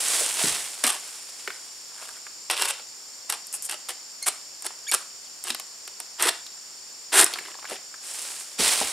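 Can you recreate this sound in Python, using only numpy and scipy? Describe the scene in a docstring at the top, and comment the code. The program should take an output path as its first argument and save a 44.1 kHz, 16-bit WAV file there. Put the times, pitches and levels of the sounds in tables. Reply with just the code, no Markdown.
"""Harvesting a palm fruit bunch, with insects droning all around the plantation.
A cut frond swishes through the leaves and thumps to the ground. A sickle on a long pole then saws and
tugs through the bunch's stalk: fibres crackle and snap, the blade rings and the pole knocks.
Midway the blade squeaks briefly, then a distant bird gives one faint falling chirp. The last fibres
pop as the bunch leans out; it drops through the ferns, thuds and bounces."""
import sys
import numpy as np
from scipy import signal
from scipy.fft import rfft, irfft
from scipy.io import wavfile

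SR = 44100
rng = np.random.default_rng(int(sys.argv[2]) if len(sys.argv) > 2 else 0)


def transcribe(u):
    """Save the signal u as a 16-bit wav file named by the first command-line argument.

    u: samples, shape (n,) or (channels, n), limited to [-1, 1]; the rate is SR.
    q: integer samples, one column per channel.
    """
    v = np.clip(np.atleast_2d(u).T, -1, 1)
    q = np.round(v * 32767).astype(np.int16)
    wavfile.write(sys.argv[1], SR, q)


N = 393372
TIME = np.arange(N) / SR
TEAR_START_S, TEAR_END_S = 7.28, 7.78   # the bunch leans out and rips free

# each pull of the blade builds until the toughest fibre snaps, then follows through:
# (snap time [s], lead-in [s], follow-through [s], wood level [dB], crackle level [dB],
#  snap above the pull [dB], resonance [Hz])
STROKES = [(0.8397, 0.0029, 0.016, -23, -24.5, 8.5, 2130), (0.867, 0.0051, 0.037, -26.5, -24, 6, 3150),
           (0.93, .022, .035, -37.5, -37, 4, 1000), (2.057, 0.18, 0.13, -49, -51.5, 8, 1320),
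           (2.5, 0.0009, 0.044, -27, -33.5, 8, 2630), (2.6214, 0.072, 0.044, -30, -32.5, 13.5, 2770),
           (2.689, 0.017, 0.02, -30, -28.5, 3, 2640), (2.737, .022, 0.068, -45.5, -56, 12, 2610),
           (3.3002, 0.0075, 0.0086, -31.5, -29.5, 8.5, 1050), (3.324, .002, 0.021, -34, -36, 10.5, 1050),
           (3.528, 0.0062, 0.04, -45.5, -31.5, -1, 2780), (3.6538, 0.037, .014, -51.5, -33, -1, 3160),
           (3.696, .008, 0.049, -36, -38, 10.5, 2770), (3.893, 0.0082, .02, -35, -34.5, 6.5, 2040),
           (4.2854, .028, 0.0057, -27.5, -24, 3.5, 2170), (4.6653, 0.024, 0.0041, -37.5, -37, 13.5, 710),
           (4.947, .03, 0.0059, -28.5, -25.5, 9, 1560), (5.5033, .062, 0.021, -38, -38, 13.5, 3070),
           (6.292, .112, .003, -25, -28, 6.5, 1870), (7.2011, 0.084, 0.033, -19.5, -18, 4, 1800),
           (7.337, 0.045, 0.18, -45.5, -50, 15, 2000), (7.698, .02, 0.056, -40, -41.5, 7, 680)]
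# tough fibres giving way on their own: (time [s], wood level [dB], crack level [dB])
SNAPS = [(2.5113, -22.5, -15.5), (2.6542, -26, -19.5), (3.469, -54, -31), (3.624, -50, -24.5),
         (3.7127, -38, -23), (4.227, -41, -23.5), (4.6226, -38, -29), (4.9145, -26, -15.5),
         (4.9197, -17.5, -22), (4.941, -22, -14.5), (5.4394, -36, -24.5), (5.547, -23.5, -24),
         (5.598, -30, -25.5), (5.877, -32, -31), (6.0016, -29, -25.5), (6.2242, -22, -9.5),
         (7.211, -36, -9), (7.2432, -34, -8), (7.263, -19, -24)]


def from_db(db):
    """Decibels to gain."""
    return 10 ** (np.asarray(db) / 20)


def rms_one(x):
    """Scale to unit rms."""
    return x / np.sqrt(np.mean(x ** 2) + 1e-20)


def add(track, s, sound):
    """Mix a sound into a track at s seconds."""
    i = max(round(s * SR), 0)
    track[i:i + len(sound)] += sound[:N - i]


def colour(x, spectrum, size=4096):
    """Minimum-phase EQ along a curve; white noise keeps its power."""
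    hz, db = np.transpose(spectrum)
    gain = from_db(np.interp(np.log(np.fft.rfftfreq(size, 1 / SR) + 1), np.log(hz), db))
    cepstrum = irfft(np.log(gain))[:size // 2]
    response = irfft(np.exp(rfft(2 * cepstrum, size)))
    return signal.oaconvolve(np.atleast_2d(x), [response / np.linalg.norm(response)], axes=1)[:, :N]


def resonate(x, hz, width):
    """One resonance; white noise keeps its power."""
    r = np.exp(-np.pi * width / SR)
    feedback = [1, -2 * r * np.cos(2 * np.pi * hz / SR), r * r]
    return signal.lfilter(np.sqrt((1 - r * r) / 2) * np.array([1, 0, -1]), feedback, x + 1e-18)


def boom(push, hz, width):
    """A steep-sided low resonance that keeps the energy of the push."""
    out = resonate(resonate(push, hz, width), hz, width)
    return out * np.linalg.norm(push) / np.linalg.norm(out)


def grains(per_s, spread_db, size):
    """Random clicks whose strengths scatter by spread_db; rms 1."""
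    strength = from_db(spread_db * np.minimum(rng.exponential(1, size), 4))
    return rms_one((rng.random(size) < per_s / SR) * strength * rng.choice([-1, 1], size))


def burst(t60, size=16384):
    """Noise with an instant attack, falling 60 dB in t60 seconds."""
    return rng.choice([-1, 1], size) * from_db(-60 * TIME[:size] / t60)


def wander(position, points):
    """Random modulation that glides to a new value at each whole step of position."""
    return np.interp(position, np.arange(points), rng.standard_normal(points))


def spread(mid, side, side_db):
    """Mid and side to left and right."""
    return mid + from_db(side_db) * side * np.array([[1], [-1]])


def swish(s, attack, hold, fall_db_per_s=57.5, settle_db=-13.5, settle_db_per_s=12.5):
    """Envelope of a sweep through the leaves: it swells, holds and dies to a stir of swaying leaflets."""
    after = np.maximum(TIME - s - attack - hold, 0)
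    release = from_db(np.maximum(-fall_db_per_s * after, settle_db - settle_db_per_s * after))
    return np.clip((TIME - s) / attack, 0, 1) * release


def leaves(soft_per_s=5000, crisp_per_s=45, crisp_db=-7, flutter_db=1.5, pan_db=0.5):
    """Countless leaflets slap and slide and a few dry ones crackle, a little to the right."""
    # the frond, later the bunch, sweeps through the foliage:
    # (time [s], attack [s], hold [s], body level [dB], hiss level [dB])
    sweeps = [(0, 0.0067, 0.21, -30, -26), (0.308, .13, 0.012, -27.5, -25),
              (7.993, 0.12, 0.21, -41.5, -37.5), (8.581, 0.019, 0.1, -24.5, -24)]
    # EQ of the rustle's body and of its hiss: (frequency [Hz], level [dB])
    body_eq = [(60, -34), (170, -17.5), (400, -4.5), (800, -1), (1500, -0.5), (3000, 2.5), (5500, 1.5),
               (9000, -17.5)]
    hiss_eq = [(3000, -32), (6000, -7.5), (8000, 0), (9700, -2), (12000, -13), (16000, -27.5)]
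    power = sum((from_db([[body_db], [hiss_db]]) * swish(s, attack, hold)) ** 2
                for s, attack, hold, body_db, hiss_db in sweeps)
    body, hiss = np.sqrt(power)
    flutter = from_db(flutter_db * wander(TIME * 60, 540))
    out = 0
    for envelope, eq in ((body, body_eq), (hiss, hiss_eq)):
        mid, side = [grains(soft_per_s, spread_db=0, size=N)
                     + from_db(crisp_db) * grains(crisp_per_s, spread_db=1, size=N) for _ in range(2)]
        out = out + colour(spread(mid, side, side_db=-18) * envelope * flutter, eq)
    return out * from_db(pan_db * np.array([[-1], [1]]))


def insects(throb_depth=0.2, lowest_hz=4200):
    """Many distant tymbals blur into narrow bands of buzz that throb unevenly."""
    # insect choruses: (centre [Hz], width [Hz], level [dB], mean throb rate [Hz])
    choruses = [(4605, 570, -51, 24), (5280, 480, -54.5, 69), (5513, 600, -49, 60), (6970, 650, -48.5, 61),
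                (7420, 380, -50.5, 242), (8700, 690, -57.5, 130), (13900, 700, -69.5, 60)]
    out = 0
    for hz, width, db, throb_hz in choruses:
        pace = throb_hz * (1 + 0.06 * wander(TIME * 4, 40))
        throb = 1 + throb_depth * np.sin(2 * np.pi * np.cumsum(pace) / SR)
        buzz = spread(*rng.standard_normal((2, N)), side_db=-10)
        band = rms_one(resonate(resonate(buzz, hz, width), hz, width))
        out = out + from_db(db) * band * throb
    # such small bodies radiate nothing lower down
    return signal.sosfilt(signal.butter(8, lowest_hz, "high", fs=SR, output="sos"), out)


def air(level_db=-51):
    """A faint, steady bed of open-air noise."""
    # EQ of the bed: (frequency [Hz], level [dB])
    air_eq = [(25, -21), (60, -8), (140, -8), (330, -0.5), (900, 1.5), (2000, -0.5), (4000, -0.5),
              (8500, -2.5), (10500, -4), (12500, -9), (16000, -13)]
    return from_db(level_db) * colour(spread(*rng.standard_normal((2, N)), side_db=-8), air_eq)


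def thuds(relative_width=0.47):
    """Soft, heavy contacts stir only broad low resonances."""
    # dull blows on the trunk and the litter: (time [s], level [dB], pitch [Hz], t60 [s])
    blows = [(.209, -30, 510, 0.09), (.413, -27.5, 720, 0.048), (.842, -31, 285, 0.077),
             (1.477, -33.5, 420, 0.042), (5.503, -37, 280, 0.052), (6.245, -30.5, 413, .12),
             (7.225, -32, 360, 0.03), (7.718, -26.5, 440, 0.032), (8.812, -21.5, 720, .06)]
    # the frond lands, then the bunch, which bounces:
    # (time [s], level [dB], pitch factor from the firmness of the spot [ratio])
    landings = [(0.439, -26.5, 1.01), (8.593, -26, 1.16), (8.81, -33, 1.3)]
    # the ground's resonances: (base pitch [Hz], level [dB], t60 [s])
    ground_modes = [(53, -19, 0.16), (169, -1, 0.063), (322, -2, 0.098)]
    ground = [(s, db + mode_db, hz * firmness, t60)
              for s, db, firmness in landings for hz, mode_db, t60 in ground_modes]
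    out = np.zeros(N)
    for s, db, hz, t60 in blows + ground:
        add(out, s, from_db(db) * boom(burst(t60), hz, relative_width * hz))
    return out


def grove(x, t60=0.36, build_s=0.0022):
    """Trunks and fronds scatter a thin tail of echoes."""
    # EQ of the tail: (frequency [Hz], level [dB])
    echo_eq = [(100, 8.5), (400, 0), (1500, 2.5), (5000, 2.5), (9000, -3), (15000, -8)]
    t = TIME[:SR]
    envelope = from_db(-60 * t / t60) * (1 - np.exp(-t / build_s))
    scatter = spread(*rng.standard_normal((2, SR)), side_db=-13.5) * envelope
    echoes = signal.oaconvolve(x, scatter / np.linalg.norm(scatter[0]), axes=1)[:, :N]
    return colour(echoes, echo_eq)


def blade_pull(t, lead, follow, build_db=8, sag_db=4, recoil_db=8.5, recoil_s=0.0085, release_s=0.0066):
    """Force of one stroke: the edge sinks in, loads up, goes slack at the snap and follows through."""
    length = lead + follow
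    bite = np.minimum(t / (0.23 * lead), 1)
    release = np.exp(-np.maximum(t - length, 0) / release_s)
    load_db = np.interp(t, [0, lead, length], [-build_db, 0, -sag_db])
    slack_db = recoil_db * (t > lead) * np.exp(-abs(t - lead) / recoil_s)
    return bite * release * from_db(load_db - slack_db)


def splinters(x, low_hz, high_hz, relative_width, level_db=-10.5, count=12):
    """Every fibre has its own size, so each break is dealt to one of a fresh handful of resonances."""
    steps = (np.arange(count) + rng.random(count)) / count
    pitches = low_hz + (high_hz - low_hz) * steps ** 1.287
    dealt = rng.integers(0, count, len(x))
    rings = sum(resonate(x * (dealt == k), hz, relative_width * hz) for k, hz in enumerate(pitches))
    return from_db(level_db) * rings


def cutting(fibres_per_s=4200, slips_per_s=220, judder_db=2.5, loosen_db_per_s=2.5, ring_db=-18):
    """Tearing fibres shake the stalk and trunk, crackle at the edge and set the blade ringing."""
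    # EQ of the woody stalk and of the crackle at the edge: (frequency [Hz], level [dB])
    wood_eq = [(40, -48), (120, -35), (220, -19), (350, -3.5), (520, -3), (750, 2.5), (1200, 4),
               (2200, 0.5), (4000, 3.5), (5500, 4.5), (8000, -27)]
    crackle_eq = [(3500, -39.5), (6000, -4.5), (7500, -1.5), (9500, 4.5), (11000, -3), (13000, -7),
                  (16000, -26)]
    # ringing of blade and pole: (pitch [Hz], width [Hz], level [dB])
    blade_modes = [(1720, 230, -11), (2770, 23, -2.5), (3100, 33, -13), (3990, 60, -16), (8250, 47, 3),
                   (8470, 84, 4), (9410, 210, -13)]
    wood, crack, trunk = np.zeros((3, N))
    t = TIME[:SR // 2]
    snaps = list(SNAPS)
    for snap_s, lead, follow, wood_db, crackle_db, snap_db, hz in STROKES:
        s, length = snap_s - lead, lead + follow
        pull = blade_pull(t, lead, follow)
        # the edge catches and slips, so the fibres go in clumps
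        force = pull * from_db(judder_db * wander(t * slips_per_s, 256))
        # a hard pull breaks a stream of fibres, a gentle one only a few
        per_s = fibres_per_s * from_db(max(wood_db, crackle_db) + 24)
        fibres = force * grains(per_s, spread_db=2.5, size=len(t))
        fibres *= np.sqrt(length * SR / (np.sum(fibres ** 2) + 1e-18))
        shake = from_db(wood_db) * fibres
        # the trunk booms more as the bunch works loose
        add(trunk, s, from_db(-12.5 + loosen_db_per_s * (s - TEAR_START_S)) * shake)
        # where the blade bites decides which resonance of stalk and pole sings out
        hollow = from_db(-16.5) * resonate(shake, hz, width=330)
        add(wood, s, from_db(-6) * shake + hollow + splinters(shake, 394.6, 3680, relative_width=0.079))
        # sliding steel hisses between the breaks; the edge crackles most under full force
        sliding = force * rng.standard_normal(len(t)) * np.sqrt(length * SR / np.sum(force ** 2))
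        fizz = from_db(crackle_db + 2) * (fibres + 0.6 * sliding) * np.sqrt(pull)
        add(crack, s, from_db(-3) * fizz + splinters(fizz, 6880, 11600, relative_width=0.018))
        # the snap is brighter than the pull around it
        snaps.append((snap_s, wood_db + snap_db, crackle_db + snap_db + 4))
    for s, wood_db, crack_db in snaps:
        add(wood, s, from_db(wood_db - 1.5) * burst(t60=0.031))
        # one sharp spike, then a short splintering
        add(crack, s, from_db(crack_db + 2) * np.append(4, burst(t60=0.015)))
    # the low modes are driven through the stalk, the high ones at the edge
    blade = sum(from_db(db) * resonate(wood if hz < 5000 else crack, hz, width)
                for hz, width, db in blade_modes)
    stalk = colour(wood, wood_eq) + from_db(-3) * colour(crack, crackle_eq)
    return stalk + from_db(ring_db) * blade + boom(trunk, hz=378, width=120)


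def ticks(level_db=-42, range_db=12, max_delay_s=0.33, count=64):
    """Dry fibres spring back with faint ticks shortly after the pulls and snaps."""
    out = np.zeros(N)
    jolts = [row[0] for row in STROKES + SNAPS]
    for k, (wait, pitch, softness) in enumerate(rng.random((count, 3))):
        s = jolts[k % len(jolts)] + max_delay_s * wait
        hz = 1500 + 2600 * pitch
        add(out, s, from_db(level_db - range_db * softness) * resonate(burst(t60=0.013), hz, 0.22 * hz))
    return out


def knocks(t60=0.029, relative_width=0.46, trim_db=-8):
    """Pole, husks and loose fruit give short, damped knocks, each with its own pitch."""
    # light contacts: (time [s], level [dB], pitch [Hz])
    contacts = [(1.476, -14, 1620), (1.503, -19, 1510), (2.024, -25, 970), (2.267, -25.5, 1350),
                (4.705, -28, 1040), (5.503, -11, 3100), (6.465, -24.5, 3930), (7.337, -12.5, 3370),
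                (7.358, -21, 1260), (7.387, -15, 1890), (7.653, -23.5, 1671), (7.941, -26.5, 1380)]
    out = np.zeros(N)
    for s, db, hz in contacts:
        add(out, s, from_db(db + trim_db) * resonate(burst(t60), hz, relative_width * hz))
    return out


def squeaks_and_chirp(falloff_db=7, waver=0.012, roughness=0.31):
    """Brief stick-slip squeaks of the blade, and at 5.24 s one faint falling chirp of a distant bird."""
    # four blade squeaks, then the bird:
    # (time [s], length [s], start pitch [Hz], end pitch [Hz], level [dB], spectral peak [harmonic no.])
    glides = [(4.22, 0.03, 2137, 2165, -35, 2.3), (4.867, 0.016, 1590, 1880, -38, 1.9),
              (4.878, 0.027, 2264, 2330, -31, 3), (4.885, 0.017, 2290, 2310, -33, 0.9),
              (5.24, 0.044, 4030, 2700, -58, 1)]
    out, harmonics = np.zeros(N), np.arange(1, 6)[:, None]
    for s, length, first_hz, last_hz, db, loudest in glides:
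        along = np.linspace(0, 1, int(length * SR))
        hz = (first_hz + (last_hz - first_hz) * along) * (1 + waver * wander(along * 9, 10))
        rasp = 1 + roughness * wander(along * 23, 24)
        phase = 2 * np.pi * np.cumsum(hz) / SR
        partials = from_db(-falloff_db * abs(harmonics - loudest)) * np.sin(harmonics * phase)
        swell = np.sqrt(along * (1 - along))
        add(out, s, from_db(db) * rms_one(partials.sum(0) * rasp * swell))
    return out


def tearing(level_db=-34, range_db=7, low_hz=450, high_hz=3400, count=24):
    """The last fibres pop one after another as the bunch leans out."""
    out = np.zeros(N)
    for k, (wait, pitch, softness) in enumerate(rng.random((count, 3))):
        s = np.interp(k + wait, [0, count], [TEAR_START_S, TEAR_END_S])
        hz = low_hz * (high_hz / low_hz) ** pitch
        add(out, s, from_db(level_db - range_db * softness) * resonate(burst(t60=0.026), hz, hz / 2))
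    return out


def scene():
    """The harvest and the bird sit in the centre, with air, echoes, leaves and insects around them."""
    centre = (cutting() + squeaks_and_chirp() + knocks() + ticks() + tearing() + thuds()) * np.ones((2, 1))
    return centre + air() + from_db(-13) * grove(centre) + leaves() + insects()


def record(dry, width_low_hz=150, width_high_hz=9800, cutoff_hz=15700):
    """The image widens in the mids and narrows in bass and top; peaks clip and the highest air is cut."""
    mid, side = (dry[0] + dry[1]) / 2, (dry[0] - dry[1]) / 2
    low_cut = signal.butter(1, width_low_hz, "high", fs=SR, output="sos")
    side = signal.sosfiltfilt(low_cut, side, padtype="even")
    side = signal.sosfiltfilt(signal.butter(6, width_high_hz, fs=SR, output="sos"), side)
    clipped = np.clip(spread(mid, side, side_db=4), -1, 1)
    return signal.sosfiltfilt(signal.butter(20, cutoff_hz, fs=SR, output="sos"), clipped)


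dry = scene()
out = record(dry)
transcribe(out)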